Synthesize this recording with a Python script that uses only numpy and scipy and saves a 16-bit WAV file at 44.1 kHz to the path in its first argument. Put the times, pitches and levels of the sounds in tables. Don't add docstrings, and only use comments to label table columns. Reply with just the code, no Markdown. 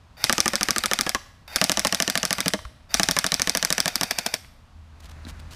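import sys
import numpy as np
from scipy import signal
from scipy.fft import rfft, irfft, next_fast_len
from scipy.io import wavfile
from scipy.ndimage import uniform_filter1d

SR = 44100
rng = np.random.default_rng(int(sys.argv[2]) if len(sys.argv) > 2 else 0)


def unload_audio(sound):
    columns = np.transpose(np.atleast_2d(sound))
    steps = np.round(np.clip(columns, -1, 1) * 32767)
    wavfile.write(sys.argv[1], SR, steps.astype(np.int16))


N = 244843
TIME = np.arange(N) / SR
AGE = TIME[:8192]
STEADY_SHOT_DB = 8.5

# (frequency [Hz], width [Hz], level [dB])
GEARBOX_MODES = [(765, 350, -0.5), (1461, 260, -1), (1920, 480, -3.5), (2404, 200, -5), (3630, 93, 1.5),
                 (4580, 180, 2), (5130, 240, -19), (12640, 7700, -14.5)]
# (trigger pull [s], release [s], first shot [s], steady cycle [s], spin-up loss [s], jolt [dB])
BURSTS = [(0.169, 1.073, 0.2414, 0.0758, 0.0111, -26), (1.478, 2.488, 1.5601, 0.07633, 0.0055, -14.5),
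          (2.892, 4.35, 2.9427, 0.07683, 0.0154, -31.5)]


def from_db(db):
    return 10 ** (np.asarray(db) / 20)


def unit_energy(x):
    return x / np.sqrt(np.sum(x ** 2) + 1e-20)


def unit_rms(x):
    return unit_energy(x) * np.sqrt(len(x))


def at_hz(points, hz):
    points_hz, values = np.transpose(points)
    return np.interp(np.log(hz + 1e-3), np.log(points_hz), values)


def add(track, at_s, sound, db=0):
    start = int(round(at_s * SR))
    track[start:start + len(sound)] += from_db(db) * sound[:N - start]


def colour(x, spectrum):
    size = next_fast_len(len(x) + len(AGE), real=True)
    gain = from_db(at_hz(spectrum, np.arange(size // 2 + 1) * SR / size))
    cepstrum = irfft(np.log(gain), size)
    cepstrum[1:size // 2] *= 2
    cepstrum[size // 2 + 1:] = 0
    return irfft(rfft(x, size) * np.exp(rfft(cepstrum)), size)[:len(x)]


def resonate(x, modes, spread_db=0, detune=0):
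    out = 0
    for hz, width_hz, db in modes:
        radius = np.exp(-np.pi * width_hz / SR)
        angle = 2 * np.pi * hz * (1 + detune * rng.normal()) / SR
        gain = from_db(db + spread_db * rng.normal()) * (1 - radius ** 2) / 2
        poles = [1, -2 * radius * np.cos(angle), radius ** 2]
        out += gain * signal.lfilter([1, 0, -1], poles, x + 1e-18)
    return unit_energy(out)


def decay(x, t60_s, rise_s):
    return unit_energy(x * from_db(-60 * AGE / t60_s) * (1 - np.exp(-AGE / rise_s)))


def puff(t60_s, rise_s=1e-5):
    return decay(rng.standard_normal(len(AGE)), t60_s, rise_s)


def ring(hz, t60_s, rise_s, glide=0, glide_s=0.004):
    phase = 2 * np.pi * hz * (AGE + glide * glide_s * (1 - np.exp(-AGE / glide_s)))
    return decay(np.sin(phase), t60_s, rise_s)


def snap(rough, t60_s):
    return unit_energy((AGE == 0) + rough * puff(t60_s))


def drift(rate_hz):
    return np.interp(TIME * rate_hz, np.arange(4096), rng.standard_normal(4096))


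def strokes(burst, settle_cycles=0.5, coast_stretch=0.54, opening_db=7.5, opening_shots=1.93,
            misfeed_s=3.88, empty_from_s=4.0):
    _, release_s, first_s, cycle_s, lost_s, _ = burst
    shot = np.arange(round((release_s - first_s) / cycle_s) + 1)
    still_to_lose_s = lost_s * np.exp(-shot / settle_cycles)
    at_s = first_s + shot * cycle_s + lost_s - still_to_lose_s
    at_s += coast_stretch * np.maximum(at_s - release_s, 0)
    empty = (at_s > empty_from_s) | (np.abs(at_s - misfeed_s) < cycle_s / 2)
    db = STEADY_SHOT_DB + opening_db * np.exp(-shot / opening_shots)
    return np.column_stack([at_s, db, empty, -np.diff(still_to_lose_s, append=0)])


def all_strokes():
    return np.vstack([strokes(burst) for burst in BURSTS])


def open_air(level_db=-51):
    # (frequency [Hz], level [dB])
    air_spectrum = [(12, -45.5), (20, -3), (88, -2), (113, -9.5), (234, -15.5), (377, -29.5), (642, -23.5),
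                    (1260, -23.5), (1370, -27), (1860, -30), (2080, -31.5), (2750, -32), (4540, -36),
                    (16000, -53.5)]
    return from_db(level_db) * unit_rms(colour(rng.standard_normal(N), air_spectrum))


def far_engine(hum_hz=79.5, hum_gain_db=-1, road_gain_db=2, enter_s=4.1, fade_s=0.61):
    # (time [s], relative hum [dB], relative road noise [dB])
    swell = [(4.5, -67, -83), (4.75, -47, -73), (5.086, -44.5, -55), (5.26, -39, -51.5), (5.35, -44, -51.5),
             (5.55, -44, -54)]
    # (frequency [Hz], level [dB])
    road_spectrum = [(76, -35.5), (130, -7), (444, -27), (554, -22), (1580, -23), (2830, -30.5),
                     (3130, -36), (3530, -31.5), (6600, -39), (13600, -49.5), (16000, -55)]
    at_s, hum_db, road_db = np.transpose(swell)
    phase = 2 * np.pi * np.cumsum(hum_hz * (1 + 0.0147 * drift(6.5))) / SR
    hum = unit_rms(np.sin(phase) + 0.12 * np.sin(2 * phase) + 0.04 * np.sin(3 * phase))
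    hum *= from_db(np.interp(TIME, at_s, hum_db) + hum_gain_db + 2.6 * drift(25))
    road = unit_rms(colour(rng.standard_normal(N), road_spectrum))
    road *= from_db(np.interp(TIME, at_s, road_db) + road_gain_db)
    return np.clip((TIME - enter_s) / fade_s, 0, 1) * (hum + road)


def tree_echo(x, wet_db=-17, build_s=0.0065):
    # (frequency [Hz], level [dB])
    echo_spectrum = [(100, -17.5), (350, -10), (700, 0), (1050, -4), (2200, -3.5), (3500, -2), (5200, 1.5),
                     (7500, -1.5), (10000, -4.5), (15000, -10)]
    # (frequency [Hz], T60 [s])
    decay_times = [(200, 0.82), (800, 0.5), (2500, 0.74), (6000, 0.41), (15000, 0.66)]
    age_s, tail = TIME[:SR], 0
    edges_hz = np.geomspace(100, 16000, 9)
    for low, high in zip(edges_hz, edges_hz[1:]):
        band_pass = signal.butter(2, [low, high], "band", fs=SR, output="sos")
        band = signal.sosfilt(band_pass, rng.standard_normal(SR))
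        tail += band * from_db(-60 * age_s / at_hz(decay_times, np.sqrt(low * high)))
    tail = unit_energy(tail * (1 - np.exp(-age_s / build_s)))
    return from_db(wet_db) * signal.fftconvolve(x, colour(tail, echo_spectrum))[:N]


def handling(catches_per_s=1500, mount_hz=48, mount_width_hz=35):
    # (time [s], length [s], level [dB])
    rubs = [(5.002, 0.0094, -52), (5.023, 0.046, -51.5), (5.087, 0.015, -52), (5.109, 0.011, -48.5),
            (5.274, 0.037, -45.5), (5.395, .01, -45.5), (5.507, .05, -47)]
    # (frequency [Hz], level [dB])
    cloth_spectrum = [(200, 0), (600, 4), (2000, 1.5), (4000, 3.5), (7000, -2), (11000, -6.5), (15000, -9)]
    # (time [s], tick [dB], tick [Hz], thud [dB], thud [Hz])
    gear_knocks = [(2.591, -13, 1080, -19, 90), (2.652, -12.5, 1240, -3.5, 57.3),
                   (4.447, -23, 1940, -25, 99.7), (5.251, -19.5, 3900, -16, 240),
                   (5.268, -21, 1800, -11.5, 240)]
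    # (time [s], level [dB])
    rumble_levels = [(2.85, -73), (2.95, -42.5), (3.1, -48), (3.4, -70), (4.8, -69), (5.05, -49.5),
                     (5.27, -42.5), (5.4, -41), (5.55, -43)]
    rubbing, knocks = np.zeros((2, N))
    for at_s, length_s, db in rubs:
        rubbing += from_db(db) * ((TIME > at_s) & (TIME < at_s + length_s))
    catches = (rng.random(N) < catches_per_s / SR) + 0.2
    friction = catches * rng.standard_normal(N) * from_db(3.3 * drift(400))
    cloth = unit_rms(colour(friction, cloth_spectrum)) * uniform_filter1d(rubbing, size=256)
    for at_s, tick_db, tick_hz, thud_db, thud_hz in gear_knocks:
        add(knocks, at_s, resonate(snap(rough=0.9, t60_s=0.028), [(tick_hz, 450, 0)]), tick_db)
        add(knocks, at_s, ring(thud_hz, t60_s=8 / thud_hz, rise_s=0.0019), thud_db)
    mount = [(mount_hz, mount_width_hz, 0)]
    rumble = unit_rms(resonate(resonate(rng.standard_normal(N), mount), mount))
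    return knocks + cloth + rumble * from_db(np.interp(TIME, *np.transpose(rumble_levels)))


def pellet_hit(crack_db, knock_db, panel_db, bend_db, box_db, bend_hz, box_hz, knock_hz=2920):
    # (frequency [Hz], width [Hz], level [dB])
    skin_modes = [(686, 97, -6), (1149, 160, 8.5), (1765, 303, 24), (2220, 640, 7.5), (3900, 270, 19),
                  (5440, 1400, 19.5), (8100, 2700, -5)]
    # (frequency [Hz], level [dB])
    flutter_spectrum = [(150, -2), (400, 0), (600, 0.5), (1200, -1.5), (1800, -1.5), (3000, -8.5),
                        (6000, -14.5), (15000, -30)]
    # (frequency [Hz], level [dB])
    panel_modes = [(540, -12.5), (830, -16.5), (1150, -11.5), (1720, -11)]
    crack = resonate(snap(rough=1.0, t60_s=0.0075), skin_modes, spread_db=0.7, detune=0.018)
    knock = ring(knock_hz * (1 + 0.022 * rng.normal()), t60_s=0.0079, rise_s=0.00007)
    contact = from_db(knock_db) * knock - crack
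    panel = unit_energy(colour(puff(t60_s=0.053, rise_s=0.0004), flutter_spectrum))
    for hz, db in panel_modes:
        gain = from_db(db + 2 * rng.normal())
        panel += gain * ring(hz * (1 + 0.024 * rng.normal()), t60_s=0.041, rise_s=0.0084)
    gain = from_db(bend_db + 0.6 * rng.normal())
    panel += gain * ring(bend_hz * (1 + 0.022 * rng.normal()), t60_s=0.055, rise_s=0.0055, glide=0.26)
    thump_hz = box_hz * (1 + 0.051 * rng.normal())
    box = ring(thump_hz, t60_s=0.079, rise_s=0.0063)
    box += from_db(-5) * ring(1.5 * thump_hz, t60_s=0.06, rise_s=0.012)
    return from_db(crack_db) * contact + from_db(panel_db) * panel + from_db(box_db) * box


def target(round_trip_s=0.0545, panel_db=-0.75, opening_db=5.5, opening_shots=2.34):
    # (crack [dB], knock re crack [dB], bend re panel [dB], box [dB], bend [Hz], box [Hz])
    aims = [(2.3, -7.5, -2, -6.5, 1180, 220.3), (4, -5, -5.5, -5, 640, 189), (5, -9, -8.5, -5.5, 651, 180)]
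    # (time [s], crack change [dB], panel change [dB], box change [dB], bend [Hz])
    odd_hits = [(0.459, 0, 2, 0, 1150), (0.535, -5.5, 1.5, -1, 547), (1.067, -8.5, 3.5, -3.5, 1610),
                (1.148, 1.5, 4.5, -8, 1054), (1.85, 0, 7, 2, 825), (2.385, -9, -2, -3, 1950),
                (2.46, -4.5, 1.5, 8, 438), (2.536, -1.5, 2.5, 6, 627), (3.166, -5, 2.5, 0, 1000),
                (3.395, -5.5, -1.5, -4, 1770)]
    out = np.zeros(N)
    for burst, (crack_db, knock_db, bend_db, box_db, usual_hz, box_hz) in zip(BURSTS, aims):
        for shot, (fired_s, _, empty, _) in enumerate(strokes(burst)):
            if empty:
                continue
            at_s = fired_s + round_trip_s
            matches = (odd[1:] for odd in odd_hits if abs(odd[0] - at_s) < 0.02)
            *change_db, bend_hz = next(matches, (0, 0, 0, usual_hz))
            loudness_db = opening_db * np.exp(-shot / opening_shots) + rng.standard_normal(3)
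            crack, panel, box = loudness_db + change_db + [crack_db, panel_db, box_db]
            add(out, at_s, pellet_hit(crack, knock_db, panel, bend_db, box, bend_hz, box_hz))
    return out


def motor(level_db=-43.5, whine_db=-5, mesh_hz=2440, spin_up_s=0.026, grip_s=0.018, coast_s=0.014,
          sag=0.055, sag_lag_cycles=0.05, opening_peak_s=0.048, opening_width_s=0.077):
    running, speed, jolts = np.zeros((3, N))
    for pull_s, release_s, *_, jolt_db in BURSTS:
        held_s = np.maximum(TIME - pull_s, 0)
        coasting = np.exp(-np.maximum(TIME - release_s, 0) / coast_s)
        opening_db = 4 * np.exp(-((held_s - opening_peak_s) / opening_width_s) ** 2)
        running += from_db(level_db + opening_db) * (1 - np.exp(-held_s / grip_s)) * coasting
        speed += (1 - np.exp(-held_s / spin_up_s)) * coasting
        add(jolts, pull_s, resonate(puff(t60_s=0.029), GEARBOX_MODES), jolt_db)
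    fired_s = all_strokes()[:, 0]
    cycle = np.interp(TIME, fired_s, np.arange(len(fired_s)))
    speed *= 1 + sag * np.sin(2 * np.pi * (cycle - sag_lag_cycles)) + 0.007 * drift(200)
    phase = 2 * np.pi * np.cumsum(mesh_hz * speed) / SR
    singing = np.minimum(speed / 0.9, 1) ** 10
    whine = from_db(whine_db) * singing * (np.sin(phase) + 0.5 * np.sin(2 * phase))
    grind = unit_rms(resonate(rng.standard_normal(N), GEARBOX_MODES))
    return jolts + running * (grind + whine) * from_db(2 * drift(380))


def muzzle_beam(gain_db=-2, empty_db=-3):
    out = np.zeros(N)
    for at_s, db, empty, _ in all_strokes():
        add(out, at_s, snap(rough=0.61, t60_s=0.0024), db + gain_db + empty_db * empty)
    return out


def rifle(rush_s=0.0034, ground_s=0.0042, latch_s=0.0225, crack_gain_db=1, crack_spread_db=2):
    # (frequency [Hz], width [Hz], level [dB])
    muzzle_modes = [(155, 320, 1.5), (497, 236, 5.5), (1310, 620, -1), (1657, 380, 8), (2243, 510, 12.5),
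                    (3530, 370, 11.5), (4840, 640, 10.5), (5350, 620, 16), (5855, 410, 12.5),
                    (7900, 1400, 8.5), (10250, 2000, 6), (14000, 2500, -3.5)]
    # (frequency [Hz], width [Hz], level [dB])
    empty_barrel_modes = [(212, 170, 3.5), (474, 34, 12.5), (682, 66, 23.5), (980, 99, 17.5),
                          (1686, 51, 14), (2220, 330, 14), (3350, 260, 14.5), (4800, 520, 16.5),
                          (8100, 2200, -2)]
    # (frequency [Hz], width [Hz], level [dB])
    latch_modes = [(2120, 390, 2.5), (4490, 190, 2), (5300, 170, -15.5)]
    # (frequency [Hz], level [dB])
    ground_spectrum = [(80, 0), (240, 15), (420, -2), (700, 12), (1000, 1), (1600, 7.5), (2900, -3),
                       (3800, 8), (6000, -2), (9500, -0.5), (15000, -28.5)]
    out = np.zeros(N)
    loose_parts = puff(t60_s=0.063)
    pop = resonate(snap(rough=0.32, t60_s=0.017), empty_barrel_modes)
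    for at_s, db, empty, extra_s in all_strokes():
        rush = puff(t60_s=0.024)[:int(rush_s * SR)][::-1]
        add(out, at_s - rush_s, resonate(rush, GEARBOX_MODES), db=-9.5 + 8.5 * empty)
        crack = resonate(snap(rough=0.38, t60_s=0.0049), muzzle_modes, spread_db=0.8, detune=0.008)
        add(out, at_s, crack, db + crack_gain_db - 7 * empty + crack_spread_db * rng.normal())
        scatter = colour(puff(t60_s=0.028), ground_spectrum)
        add(out, at_s + ground_s, scatter, db=-2.5 + 0.93 * (db - STEADY_SHOT_DB) - empty)
        latch = resonate(snap(rough=1.5, t60_s=0.023), latch_modes, spread_db=6.5)
        slow = extra_s > 0.003
        add(out, at_s + latch_s + 0.42 * extra_s, latch, db=-12 + 5 * slow - 4 * empty)
        if empty:
            add(out, at_s, pop, db=2)
            rattle = resonate(loose_parts + 0.45 * puff(t60_s=0.066), GEARBOX_MODES)
            add(out, at_s, rattle, db=-3.3)
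    return out


def scene(gun_send_db=-6, target_send_db=1):
    gun, hits = rifle() + motor(), target()
    echo = tree_echo(muzzle_beam() + from_db(gun_send_db) * gun + from_db(target_send_db) * hits)
    return (gun + hits + echo + handling() + far_engine() + open_air())[None]


def record(dry, ceiling=1.1, rolloff_hz=13500, cutoff_hz=15450):
    rolloff = signal.butter(2, rolloff_hz, fs=SR, output="sos")
    top_cut = signal.ellip(10, 0.1, 70, cutoff_hz, fs=SR, output="sos")
    return signal.sosfilt(np.vstack([rolloff, top_cut]), ceiling * np.tanh(dry / ceiling))


dry = scene()
out = record(dry)
unload_audio(out)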